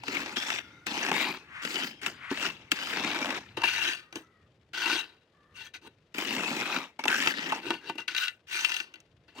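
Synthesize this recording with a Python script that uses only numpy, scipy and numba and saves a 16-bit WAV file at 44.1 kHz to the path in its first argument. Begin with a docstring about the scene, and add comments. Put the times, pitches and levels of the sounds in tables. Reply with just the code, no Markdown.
"""Striking off sand and cement

A wooden board levels damp mix across a steel mould; a small steel trowel scoops and pats it. Grit catches under
each tool in dense uneven ticks that ring its modes; knocks mark contacts, pebbles crack, faint gritty tails
follow the strokes. A phone with two unlike microphone ports listens from a few steps away in a quiet open yard,
with far traffic and a faint hoarse call."""
import sys
import numpy as np
from scipy import signal
from scipy.io import wavfile
from scipy.ndimage import uniform_filter1d
from numba import njit

SR = 44100
rng = np.random.default_rng(int(sys.argv[2]) if len(sys.argv) > 2 else 0)


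def transcribe(signal):
    """Save signal, clipped to [-1, 1], as a 16-bit WAV file at the path in sys.argv[1]."""
    frames = np.atleast_2d(signal).T
    limited = np.clip(frames, -1, 1)
    pcm = np.round(limited * 32767).astype(np.int16)
    wavfile.write(sys.argv[1], SR, pcm)


N = 414539
TIME = np.arange(N) / SR
SLOW = TIME[::64]  # envelope grid
NOISE = rng.standard_normal((2, N))
PART_EDGES_HZ = [550, 1200, 6000]  # splits the four parts: body, hollow, grit, hiss


def undb(db):
    return 10 ** (np.asarray(db) / 20)


def on_log(table, hz, column=1):
    """Table column interpolated over log frequency."""
    table = np.array(table, float)
    return np.interp(np.log(hz), np.log(table[:, 0]), table[:, column])


def walk(per_s, db):
    """Wandering gain: random levels of spread db, joined by straight lines."""
    knots = rng.standard_normal(int(N / SR * 400))
    return np.interp(TIME, SLOW, undb(db * np.interp(SLOW * per_s, np.arange(len(knots)), knots)))


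@njit
def moving_band(x, tuning, damping):
    """State-variable band-pass, unity gain at its moving centre."""
    y, band, low = np.empty(len(x)), 0., 0.
    for i in range(len(x)):
        g, k = tuning[i], damping[i]
        v = (band + g * (x[i] - low)) / (1 + g * (g + k))
        band, low, y[i] = 2 * v - band, low + 2 * g * v, k * v
    return y


# Microphone ports: f/Hz, left minus right/dB, likeness/0-1
PORTS = [(300, 0.3, 0.99), (787, 0.3, 0.88), (1390, 1, 0.68), (2740, 15.5, 0.88), (3540, 11, 0),
         (4675, 4, 0.9), (5300, -29, 1), (6700, 10.5, 0.3), (8500, 7, 0.5), (10830, -2.5, 0.2)]
def noise_band(envelope, hz, width_hz, order):
    """Enveloped noise rings one band (order 0: a moving one) and reaches both ports."""
    mid, side = envelope * np.roll(NOISE, rng.integers(N), axis=1)
    like = np.clip(on_log(PORTS, hz, column=2), 0, .998)
    pair = np.sqrt(1 + like) * mid + np.sqrt(1 - like) * side * np.array([[1], [-1]])
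    if order:
        edges_hz = [hz - width_hz / 2, min(hz + width_hz / 2, .45 * SR)]
        rung = signal.sosfilt(signal.butter(order, edges_hz, "band", fs=SR, output="sos"), pair)
    else:
        rung = np.array([moving_band(x + 1e-18, np.tan(np.pi * hz / SR), width_hz / hz) for x in pair])
    lean = undb(on_log(PORTS, hz) / 2)
    balance = np.reshape([lean, 1 / lean], (2, -1)) * np.sqrt(2 / (lean ** 2 + lean ** -2))
    return balance * rung * np.sqrt(SR / 4 / width_hz)


# Hush spectrum: f/Hz, relative density/dB
HUSH_SPECTRUM = [(25, -26.5), (59, -18.5), (400, -4), (490, 3), (607, -14.5), (2550, -23), (16000, -55.5)]
def yard_hush(level_db=-70.5):
    """Outdoor hush in half-octave bands that flicker independently."""
    centres_hz = 35 * 2 ** np.arange(0, 9, .5)
    power = undb(2 * on_log(HUSH_SPECTRUM, centres_hz)) * centres_hz
    gains = undb(level_db) * np.sqrt(power / power.sum())
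    return sum(noise_band(gain * walk(27, 0.99), hz, hz * 0.42, 2) for hz, gain in zip(centres_hz, gains))


# Traffic rumble: t/s, level/dB
TRAFFIC = [(3.8, -64.5), (4.1, -73.5)]
def far_traffic():
    """A far rumble dies down."""
    level = undb(np.interp(TIME, *np.transpose(TRAFFIC)))
    return noise_band(level * walk(4.7, 3.9), hz=116.5, width_hz=95, order=2)


def grit(per_s, scatter_db, tau_s, rub, judder_db):
    """Pebbles crush at random with very unequal force, over a fine rub; the hand judders."""
    hits = rng.random(N) < per_s / SR
    ticks = decay(hits * undb(scatter_db * np.minimum(rng.exponential(size=N), 2.2)), tau_s)
    force = (rub + ticks / np.sqrt(np.mean(ticks ** 2))) * walk(70, judder_db)
    return force / np.sqrt(uniform_filter1d(force ** 2, size=3000))  # the arm keeps mean effort even


def decay(spikes, tau_s):
    """Exponential tail on each spike."""
    return signal.lfilter([1], [1, -np.exp(-1 / (tau_s * SR))], spikes)


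def stray_grains(level_db=-74.5):
    """Stray sand ticks down throughout."""
    ticks = grit(per_s=49, scatter_db=3, tau_s=.005, rub=1.6, judder_db=3)
    return noise_band(undb(level_db) * ticks, hz=2500, width_hz=2600, order=2)


def on_trowel(t):
    """True if the last stroke begun by t is the trowel's."""
    def latest(strokes):
        return max([row[0] for row in strokes if row[0] <= t], default=-1)
    return latest(TROWEL_STROKES) > latest(BOARD_STROKES)


# Gritty tails: t/s, grit level/dB, fall/(dB/s)
GRIT_TAILS = [(-.05, -56, 30), (.6, -53, 60), (1.35, -54.5, 60), (1.91, -53, 99), (2.1, -54.5, 95),
              (2.519, -51.5, 62), (3.402, -50.5, 79), (5.012, -49.5, 129), (6.991, -45, 148),
              (7.74, -56, 111), (8.82, -57, 99.5), (8.938, -63, 185), (9.281, -58.5, 198)]
def grit_tails(is_trowel, run_s=0.35):
    """Part envelopes of faint gritty tails: each fades at its own rate, then dies away."""
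    return sum(stroke(t, t + run_s / 2, t + run_s, db, db - fall * run_s / 2, db - fall * run_s,
                      fall_db_s=149.5, body_db=-5, hollow_db=-8, hiss_db=-22)
               for t, db, fall in GRIT_TAILS if on_trowel(t) == is_trowel)


def stroke(touch_s, crest_s, lift_s, touch_db, crest_db, lift_db, fall_db_s, body_db, hollow_db, hiss_db):
    """Part envelopes of one stroke: bite, swell, sag, lift. Low parts start thin until mix heaps up."""
    bite_db_s, thin_db, heap_s = 9001.5, -4.5, 0.1
    db = np.interp(SLOW, [touch_s, crest_s, lift_s], [touch_db, crest_db, lift_db])
    db -= bite_db_s * np.maximum(touch_s - SLOW, 0) + fall_db_s * np.maximum(SLOW - lift_s, 0)
    low_db = db + thin_db * np.exp(-np.maximum(SLOW - touch_s, 0) / heap_s)
    return undb(np.array([low_db + body_db, low_db + hollow_db, db, db + hiss_db]))


def rubbing(strokes, tails, grain):
    """Pressure and rubbing force per part; a light touch brushes sand but crushes no pebbles."""
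    parts = sum(stroke(*row[:10]) for row in strokes) + tails
    levels = [np.interp(TIME, SLOW, part) for part in parts]
    pressure = np.clip(levels[2] / undb(-46), .15, 1)
    sand = np.sqrt(grain * grain[::-1])  # fine sand slips partly at its own moments and feeds the hiss
    textures = (grain, grain, grain, sand)
    bites = (0.81, 0.59, 0.66, 0.69)  # pebbles thump the body hardest
    force = [level * rough ** (bite * pressure) for level, rough, bite in zip(levels, textures, bites)]
    return pressure, force


def knocking(knocks, base_tau_s, gain_db=-7):
    """Blow force per part; low blows push longer."""
    blows = np.zeros((4, N))
    for t, db, body, hollow, hiss in knocks:
        blows[:, int(t * SR)] = undb(db + gain_db + np.array([body, hollow, 0, hiss]))
    return [decay(blow, base_tau_s * stretch) for blow, stretch in zip(blows, (2.3, 1.94, 0.83, 1.05))]


def tool_ring(pressure, force, blows, spectrum, modes, bed_db, grip_db, mode_bias_db):
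    """Third-octave bed and narrow modes; each wanders as the grip shifts; blows favour the modes."""
    centres_hz = 140 * 2 ** np.arange(0, 6.9, 1 / 3)
    bands = [(hz, hz * 0.23, on_log(spectrum, hz) + bed_db, 2) for hz in centres_hz]
    bands += [(*mode, 1) for mode in modes]
    hz, width_hz, db, order = np.transpose(bands)
    part = np.searchsorted(PART_EDGES_HZ, hz)
    power = undb(2 * db) * width_hz
    share = np.sqrt(power / np.bincount(part, power)[part])
    catch = walk(120, 3.36)  # each pebble favours a few bands
    sound = 0
    for k, p in enumerate(part):
        bright = pressure ** (0.16 * np.clip(np.log2(hz[k] / 2600), 0, 1))  # a light touch is duller
        rub = force[p] * np.roll(catch, rng.integers(N)) * bright
        grip = walk(18, grip_db * (3 - order[k]))  # modes wander twice as far
        blow = blows[p] * undb(mode_bias_db * (1.5 - order[k]))
        sound += share[k] * noise_band(rub * grip + blow, hz[k], width_hz[k], int(order[k]))
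    return sound


# Board strokes: touch, crest, lift t/s; grit level at each/dB; fall after lift/(dB/s);
# body, hollow, hiss/dB re grit; free edge f/Hz; edge glide/(1/s)
BOARD_STROKES = [(0.033, 0.145, .34, -52.5, -34, -45, 400, -6.5, -7, -15, 2536, 0.12),
                 (0.36, 0.558, 0.59, -37, -34, -38.5, 702, -16.5, -11, -14.5, 3316, .2),
                 (0.863, 1.09, 1.095, -37.5, -32, -33, 799, -10.5, -8.5, -15.5, 2560, 0.14),
                 (1.128, 1.214, 1.354, -30, -30, -43, 433, -7.5, -7, -15, 2270, 0.49),
                 (1.618, 1.753, 1.877, -43.5, -33.5, -38, 400, -9, -13, -11.5, 2850, 0.27),
                 (2.016, 2.076, 2.143, -42.5, -36.5, -59.5, 309, -8, -10, -10.5, 2850, 0.23),
                 (2.3, 2.413, 2.48, -43.5, -34, -32.5, 430, -9.5, -10, -15.5, 2700, 0.094),
                 (2.711, 2.857, 2.93, -41.5, -35.5, -37.5, 298, -11, -11, -13.5, 2970, 0.00044),
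                 (2.93, 3.024, 3.38, -38.5, -33.5, -38, 700, -6, -4, -19.5, 2220, 0.25),
                 (6.143, 6.187, 6.614, -42.5, -35, -36.5, 300.5, -5, -7, -12.5, 3050, -0.43),
                 (6.598, 6.756, 6.85, -43, -32, -47, 301.5, -8, -4, -17, 2520, -.3),
                 (7.075, 7.12, 7.315, -31.5, -29, -31, 595, -13, -14.5, -13.5, 1440, 1.35),
                 (7.339, 7.46, 7.59, -39, -36.5, -41, 620, -5, -10, -22, 1830, 0.26),
                 (9.348, 9.381, 9.5, -62.5, -48.5, -43, 300, 3.5, 0, -11, 2800, 0.29)]
# Board contacts: t/s, relative level/dB; body, hollow, hiss/dB re level
BOARD_KNOCKS = [(0.0352, -28, -26, -4.5, -39), (0.081, -15, -9, -19, -23), (0.368, -12, -14, -26, -29),
                (0.5018, -12.5, -64, -53, -22), (0.8668, -13.5, -21.5, -25, -10.5),
                (1.086, -18, -7, -12, -30), (1.115, -10, -7, -9.5, -23), (1.6497, -13, -10, -40, -15),
                (2.0625, -10.5, -44, -21, -13), (2.3132, -28, 9.5, 2.5, -30), (2.7168, -3, -19, -29, -11),
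                (6.992, -26.5, -9.5, -3.5, -14), (7.038, -10, -26, -23, -24),
                (7.0541, -12, -10.5, -5.5, -17), (7.0805, -5.5, -18, -30, -16), (7.2725, -4, -20, -31, -34)]
# Board bed: f/Hz, relative density/dB
BOARD_SPECTRUM = [(120, -12), (210, 4), (327, 9), (630, -13), (892, -7.5), (2300, -4), (4230, -10.5),
                  (6110, -16.5), (9990, -40), (14700, -35)]
# Board modes: f/Hz, width/Hz, relative density/dB
BOARD_MODES = [(281.7, 63, 2), (868, 170, -5.5), (2680, 70, -3), (4660, 81, -14)]
def board():
    """Wood dragged over the mix, rung by grit and knocks. Returns sound and grit force."""
    grain = grit(per_s=240, scatter_db=6, tau_s=0.0008, rub=0.8, judder_db=1.76)
    pressure, force = rubbing(BOARD_STROKES, grit_tails(is_trowel=False), grain)
    blows = knocking(BOARD_KNOCKS + cracks(is_trowel=False), base_tau_s=0.0034)
    sound = tool_ring(pressure, force, blows, BOARD_SPECTRUM, BOARD_MODES,
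                      bed_db=-1.4, grip_db=2.33, mode_bias_db=7.7)
    return sound, force[2]


def free_edge(force, upper_ratio=1.62, upper_db=-4.5):
    """The mix leaves a changing length of edge free; two rings retune per stroke, gliding for the board."""
    rows = [(row[0], *row[10:]) for row in BOARD_STROKES]
    rows += [(row[0], row[10], 0) for row in TROWEL_STROKES]
    touch_s, start_hz, glide = np.array(sorted(rows)).T
    now = np.searchsorted(touch_s[1:], TIME)
    hz = start_hz[now] * (1 + glide[now] * np.clip(TIME - touch_s[now], 0, .5))
    hz = uniform_filter1d(hz, size=300) * walk(22, 0.2)
    upper = noise_band(force * undb(upper_db) * walk(22, 2.25), upper_ratio * hz, width_hz=140, order=0)
    return noise_band(force * walk(22, 4.2), hz, width_hz=87, order=0) + upper


# Call contours, one list per call: t/s, f/Hz, level/dB
FAR_CALLS = [
    [(.6, 703, -55.5), (.86, 705, -60.5)],
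    [(3.96, 600, -67), (4.28, 667.3, -66.5), (4.47, 607, -72)],
    [(5.34, 580, -70.5), (5.56, 596, -66)],
]
# Call overtones: multiple of f, relative level/dB
CALL_OVERTONES = [(2, -3.5), (3, -5.5)]
def far_calls(fade_s=.04, off_db=-110):
    """A hoarse call far off, perhaps a fowl; each overtone is a narrow wavering band."""
    rows = []
    for call in FAR_CALLS:
        first, last = call[0], call[-1]
        rows += [(first[0] - fade_s, first[1], off_db), *call, (last[0] + fade_s, last[1], off_db)]
    t, hz, db = np.transpose(rows)
    swell, pitch_hz = undb(np.interp(TIME, t, db)), np.interp(TIME, t, hz)
    return sum(noise_band(swell * undb(rel_db), multiple * pitch_hz, width_hz=45, order=0)
               for multiple, rel_db in CALL_OVERTONES)


# Return skims: hold start t/s, hold end t/s, level/dB
SWISHES = [(1.566, 1.633, -41.5), (2.246, 2.334, -41.5)]
def swishes(rise_db_s=174.5, fall_db_s=299):
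    """The board skims loose sand on its way back: a dull rasp that ends as it lands."""
    db = [level - rise_db_s * np.maximum(start - SLOW, 0) - fall_db_s * np.maximum(SLOW - end, 0)
          for start, end, level in SWISHES]
    swell = np.interp(TIME, SLOW, undb(db).sum(axis=0)) * walk(60, 0.72)
    return noise_band(swell, hz=1775, width_hz=1200, order=2)


# Pebble cracks: t/s, relative level/dB
CRACKS = [(2.791, -32), (2.983, -20.5), (3.075, -23), (3.158, -25), (3.304, -13.5), (6.326, -18),
          (6.759, -25), (8.164, -17), (8.18, -21), (8.718, -17.5), (8.956, -40)]
# Crack colour, board row then trowel row: body, hollow, hiss/dB re level
CRACK_PARTS_DB = [(-13.5, -20.5, -27), (-43, -31, -24)]
def cracks(is_trowel):
    """Single pebbles crack under the tool in use. Returns knock rows."""
    return [(t, db, *CRACK_PARTS_DB[int(is_trowel)]) for t, db in CRACKS if on_trowel(t) == is_trowel]


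# Trowel strokes: touch, crest, lift t/s; grit level at each/dB; fall after lift/(dB/s);
# body, hollow, hiss/dB re grit; free edge f/Hz
TROWEL_STROKES = [(3.57, 3.576, 3.67, -36, -40.5, -56, 450, -7, 0.5, -24, 1540),
                  (3.635, 3.91, 3.9, -33, -29, -29.5, 216, -23.5, -16.5, -17.5, 1590),
                  (4.131, 4.167, 4.2, -69, -48, -57.5, 350, 4.5, -2.5, -6.5, 1650),
                  (4.734, 4.911, 5, -39, -28, -36.5, 505, -16, -10, -15, 1485),
                  (5.542, 5.573, 5.67, -67, -47, -50.5, 600.1, -20.5, -13.5, -13, 2680),
                  (5.738, 5.752, 5.76, -48, -42, -45, 710, -17, -14, -19, 2520),
                  (5.815, 5.891, 5.88, -64.5, -49, -67, 262, 1.5, -6, -11, 2660),
                  (7.521, 7.54, 7.52, -47, -42.5, -49, 700, -7, -20, -30, 2730),
                  (7.616, 7.68, 7.75, -48.5, -40, -43.5, 457, 0.5, -7.5, -20, 2740),
                  (7.813, 7.887, 7.89, -62, -44.5, -46.5, 247, 1, -12, -26, 1620),
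                  (7.979, 7.993, 8, -45, -45, -43.5, 450, -4, -8, -20, 1480),
                  (8.079, 8.092, 8.14, -37, -35, -46, 400, -20, -12.5, -21, 1520),
                  (8.156, 8.179, 8.24, -48, -31.5, -32.5, 297, -43, -33, -12, 1495),
                  (8.47, 8.53, 8.8, -56, -32, -39, 420, -26.5, -16, -11.5, 2699)]
# Trowel contacts: t/s, relative level/dB; body, hollow, hiss/dB re level
TROWEL_KNOCKS = [(3.5716, -26.5, 2, 1, -29), (3.6173, -23.5, -14, -4, -14), (3.6364, -20, -7.5, 3, -25),
                 (4.126, -31.5, -9, -10, -14), (4.156, -26.5, -12.5, -5, -7), (7.5214, -20, -4.5, 8.5, -30),
                 (7.7049, -13, -14, -3, -38), (7.8967, -22, -8, 1, -35), (7.955, -44, 12, -8, -30),
                 (7.9828, -29.5, -14, -7, -30), (8.08, -18, -58, -40, -24), (8.148, -14.5, -34, -28, -27),
                 (8.281, -14.5, -57, -34, -33.5), (8.6474, -6, -51, -43, -41),
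                 (8.694, -20, -49, -25.5, -36), (8.7423, -22, -37, -32, -16),
                 (8.765, -20, -30.5, -42, -12.5), (8.8011, -22, -22, -38, -19),
                 (8.9392, -34.5, -25.5, -39, -14), (9.0023, -47, -17, -30, -2)]
# Trowel bed: f/Hz, relative density/dB
TROWEL_SPECTRUM = [(120, -28), (362, -10.5), (592, -27), (727, -10.5), (2150, -3), (2750, -5.5),
                   (3900, -3.5), (6000, -14.5), (9800, -35.5), (15000, -26.5)]
# Trowel modes: f/Hz, width/Hz, relative density/dB
TROWEL_MODES = [(331, 43, -12), (918, 56, -8.5), (1495, 31, 2.5), (1778, 20, -4), (1995, 27, -3),
                (2390, 65, -3), (3050, 40, -3), (2747, 64, 6), (3320, 53, -5), (3884, 90, -3.5),
                (4526, 160, -8), (6040, 320, -15), (8640, 200, -22)]
def trowel():
    """Steel scoops and pats the mix, ringing many narrow modes. Returns sound and grit force."""
    grain = grit(per_s=350, scatter_db=4.9, tau_s=0.00077, rub=1.0, judder_db=1.8)
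    pressure, force = rubbing(TROWEL_STROKES, grit_tails(is_trowel=True), grain)
    blows = knocking(TROWEL_KNOCKS + cracks(is_trowel=True), base_tau_s=0.003)
    sound = tool_ring(pressure, force, blows, TROWEL_SPECTRUM, TROWEL_MODES,
                      bed_db=-6.0, grip_db=2.3, mode_bias_db=7.0)
    return sound, force[2]


def port_lag(left, mean_s=1e-4, drift_s=5.28e-5, band_hz=(860, 5020)):
    """The left port is further from the work: its mid band lags, drifting as the hands move."""
    lag_s = mean_s + drift_s * 20 * np.log10(walk(4.6, 1))
    mids = signal.sosfiltfilt(signal.butter(2, band_hz, "band", fs=SR, output="sos"), left)
    return left - mids + np.interp(TIME - lag_s, TIME, mids)


def scene():
    """Both tools at the mould, over the quiet yard."""
    wood, wood_force = board()
    steel, steel_force = trowel()
    work = wood + steel + swishes() + free_edge(undb(-7.5) * wood_force + undb(-9.5) * steel_force)
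    work[0] = port_lag(work[0])
    return work + yard_hush() + far_traffic() + stray_grains() + far_calls()


def record(dry):
    """The phone cuts the top."""
    top_hz = 15800
    return signal.sosfilt(signal.ellip(10, .2, 70, top_hz, fs=SR, output="sos"), dry)


dry = scene()
out = record(dry)
transcribe(out)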